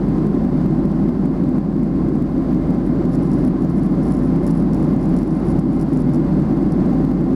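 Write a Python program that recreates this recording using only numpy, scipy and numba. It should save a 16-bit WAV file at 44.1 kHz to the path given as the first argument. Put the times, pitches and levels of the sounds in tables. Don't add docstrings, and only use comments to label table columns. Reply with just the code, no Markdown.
import sys
import numpy as np
from scipy import signal
from scipy.fft import rfft, irfft, next_fast_len
from scipy.io import wavfile
from scipy.ndimage import uniform_filter1d, minimum_filter1d
from numba import njit

SR = 44100
rng = np.random.default_rng(int(sys.argv[2]) if len(sys.argv) > 2 else 0)


def to_wav(sig):
    pcm = np.clip(np.atleast_2d(sig), -1, 1) * 32767
    pcm = np.round(pcm).astype(np.int16)
    wavfile.write(sys.argv[1], SR, pcm.T)


N = 324125


def fuselage_boom(background):
    # freq_hz, relative_db
    spectrum = [(40, -25.5), (58, -29.5), (72, -10.5), (112, -17), (135, -5), (160, 0), (200, -1),
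                (225, -5), (255, 0), (300, -5.5), (325, -4), (380, -12.5), (440, -22), (520, -24),
                (700, -71), (1200, -120)]
    # time_s, peak_db
    crests = [(0.184, -6.7), (0.268, -6.2), (0.449, -6.0), (0.661, -5.6), (0.962, -7.1), (1.092, -4.1),
              (1.402, -5.6), (1.491, -5.2), (1.588, -4.3), (1.835, -4.6), (2.089, -5.4), (2.224, -4.8),
              (2.545, -5.8), (2.901, -5.9), (3.191, -6.7), (3.482, -5.2), (3.826, -5.9), (4.182, -7.1),
              (4.504, -6.6), (4.964, -6.2), (5.234, -6.1), (5.591, -5.8), (5.968, -6.6), (6.248, -6.8),
              (6.672, -8.1), (7.05, -6.3), (7.243, -6.2)]
    crest_s, peak_db = np.transpose(crests)
    roar = from_db(-15.5) * coloured_noise(spectrum)
    last_crest = np.maximum(np.searchsorted(crest_s, np.arange(N) / SR) - 1, 0)
    ceiling = from_db(peak_db[last_crest])
    envelope = np.abs(signal.hilbert(roar + background, next_fast_len(N))[:N])
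    gain = minimum_filter1d(np.minimum(1, ceiling / envelope), size=177)
    roar *= uniform_filter1d(gain, size=177)
    surge_hz, half, reach = 222, int(0.006 * SR), 70
    surge = np.hanning(2 * half + 1) * np.cos(2 * np.pi * surge_hz * np.arange(-half, half + 1) / SR)
    for at, peak in zip((crest_s * SR).astype(int), from_db(peak_db)):
        nearby = roar[at - reach:at + reach] + background[at - reach:at + reach]
        top = np.argmax(np.abs(nearby))
        centre = at - reach + top
        roar[centre - half:centre + half + 1] += (np.sign(nearby[top]) * peak - nearby[top]) * surge
    return roar


def engine_shaft(shaft_hz=47.75, hum_db=-29.5, rumble_db=-40.5):
    hum = np.sqrt(2) * np.sin(2 * np.pi * shaft_hz * np.arange(N) / SR + 0.25 * drift(rate_hz=2.3))
    rumble = unit_rms(resonance(rng.standard_normal(N), hz=42.6, width_hz=32))
    rumble = signal.sosfilt(signal.butter(4, 58, fs=SR, output="sos"), rumble)
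    return from_db(hum_db + 0.59 * drift(rate_hz=3.7)) * hum + from_db(rumble_db) * rumble


def air_and_turbine():
    # freq_hz, relative_db
    spectrum = [(260, -17.5), (450, -8.5), (700, -8.5), (930, -14.5), (1260, -18.5), (1860, -26.5),
                (2400, -34), (3000, -38), (4000, -40), (5600, -45), (7000, -48.5), (9000, -49.5),
                (11500, -53), (15800, -60)]
    # centre_hz, width_hz, rms_db
    cabin_modes = [(571, 70, -39.5), (768, 76, -44), (1040.5, 98, -46.5), (4566, 1100, -64)]
    # centre_hz, width_hz, rms_db
    whines = [(2101, 36, -61.5), (3623, 6, -80), (8000, 150, -80)]
    hiss = from_db(-35) * coloured_noise(spectrum)
    for hz, width_hz, rms_db in cabin_modes + whines:
        band = resonance(rng.standard_normal(N), hz, width_hz)
        hiss += from_db(rms_db) * unit_rms(resonance(band, hz, width_hz))
    flutter_db = 0.54 * drift(rate_hz=12.0)
    return hiss * from_db(flutter_db)


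def loose_part(roar):
    # start_s, length_s, drive_db
    bursts = [(2.839, 0.038, -60), (3.11, 0.063, -54.5), (3.217, 0.2, -60.5), (3.43, 0.069, -62),
              (3.592, 0.051, -57), (3.693, 0.044, -59), (3.737, 0.066, -64), (3.821, 0.052, -59),
              (3.907, 0.057, -66), (4.013, 0.19, -60), (4.216, 0.073, -59), (4.355, 0.044, -71),
              (4.42, 0.19, -58.5), (4.726, 0.055, -58), (4.79, 0.07, -61), (5.001, 0.067, -55),
              (5.083, 0.029, -60), (5.154, 0.13, -56.5), (5.3, 0.12, -60.5), (5.445, 0.089, -53),
              (5.559, 0.05, -62), (5.716, 0.057, -56.5), (5.787, 0.052, -55), (5.882, 0.13, -59),
              (6, 0.03, -56.5), (6.118, 0.046, -56), (6.396, 0.074, -65), (6.71, 0.026, -58)]
    # freq_hz, relative_db, t60_s
    modes = [(5400, -8.5, .004), (5740, -2, 0.0025), (7000, -1.5, 0.002), (7800, -4, 0.0014),
             (9820, -2.5, 0.0079), (10430, -6.5, 0.0039), (12600, -3.5, 0.0011), (14800, -7, .001)]
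    edge_s, idle_db, tap_spread_db = 0.01, -78.5, 6
    mode_gain_db, mode_spread_db = 11.5, 2.5
    gap = 0.4
    panel = unit_rms(resonance(roar, hz=172.7, width_hz=44))
    swing = panel[1:-1]
    at_peak = (swing > panel[:-2]) & (swing >= panel[2:])
    t = np.arange(N - 2) / SR
    drive = from_db(idle_db)
    for start_s, length_s, drive_db in bursts:
        fade = np.clip(np.minimum(t - start_s, start_s + length_s - t) / edge_s, 0, 1)
        drive = drive + from_db(drive_db) * fade
    force = np.sqrt(np.clip(swing - gap, 0, 1))
    taps = at_peak * drive * force * from_db(tap_spread_db * rng.standard_normal(N - 2))
    buzz = np.zeros(N)
    for hz, mode_db, t60_s in modes:
        scatter_db = mode_spread_db * rng.standard_normal(N - 2)
        buzz[2:] += ring(taps * from_db(mode_db + mode_gain_db + scatter_db), hz, t60_s)
    return buzz


def ring(taps, hz, t60_s):
    r, w = from_db(-60 / (t60_s * SR)), 2 * np.pi * hz / SR
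    ringing = signal.lfilter([0, np.sin(w)], [1, -2 * r * np.cos(w), r * r], taps + 1e-18)
    return resonance(ringing, hz, width_hz=3000)


def resonance(x, hz, width_hz):
    r, w = np.exp(-np.pi * width_hz / SR), 2 * np.pi * hz / SR
    return signal.lfilter([(1 - r * r) / 2, 0, (r * r - 1) / 2], [1, -2 * r * np.cos(w), r * r], x)


def coloured_noise(spectrum):
    hz, level_db = np.transpose(spectrum)
    bins_hz = np.arange(1, N // 2 + 2) * SR / N
    shape = from_db(np.interp(np.log(bins_hz), np.log(hz), level_db))
    return unit_rms(irfft(rfft(rng.standard_normal(N)) * shape, N))


def drift(rate_hz):
    slow = signal.sosfilt(signal.butter(2, rate_hz, fs=SR, output="sos"), rng.standard_normal(N + SR))
    return unit_rms(slow[SR:])


def from_db(db):
    return 10 ** (np.asarray(db) / 20)


def unit_rms(x):
    return x / np.sqrt(np.mean(x ** 2) + 1e-20)


@njit
def level_control(x, limit, step_down, step_up, clock_samples):
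    out, gain = np.zeros(len(x)), 1.0
    for i in range(len(x)):
        if i % clock_samples == clock_samples - 1:
            gain *= step_up
        if abs(x[i] * gain) > limit:
            gain /= step_down
        out[i] = x[i] * gain
    return out


def scene():
    background = engine_shaft() + air_and_turbine()
    roar = fuselage_boom(background)
    return (background + roar + loose_part(roar))[None]


def record(dry):
    limit_db, down_db, up_db, clock_s = -6.6, 0.5, 0.25, 0.022
    cutoff_hz = 15760
    levelled = level_control(dry[0], *from_db([limit_db, down_db, up_db]), int(clock_s * SR))
    return signal.sosfilt(signal.ellip(12, 0.5, 60, cutoff_hz, fs=SR, output="sos"), levelled)[None]


dry = scene()
out = record(dry)
to_wav(out)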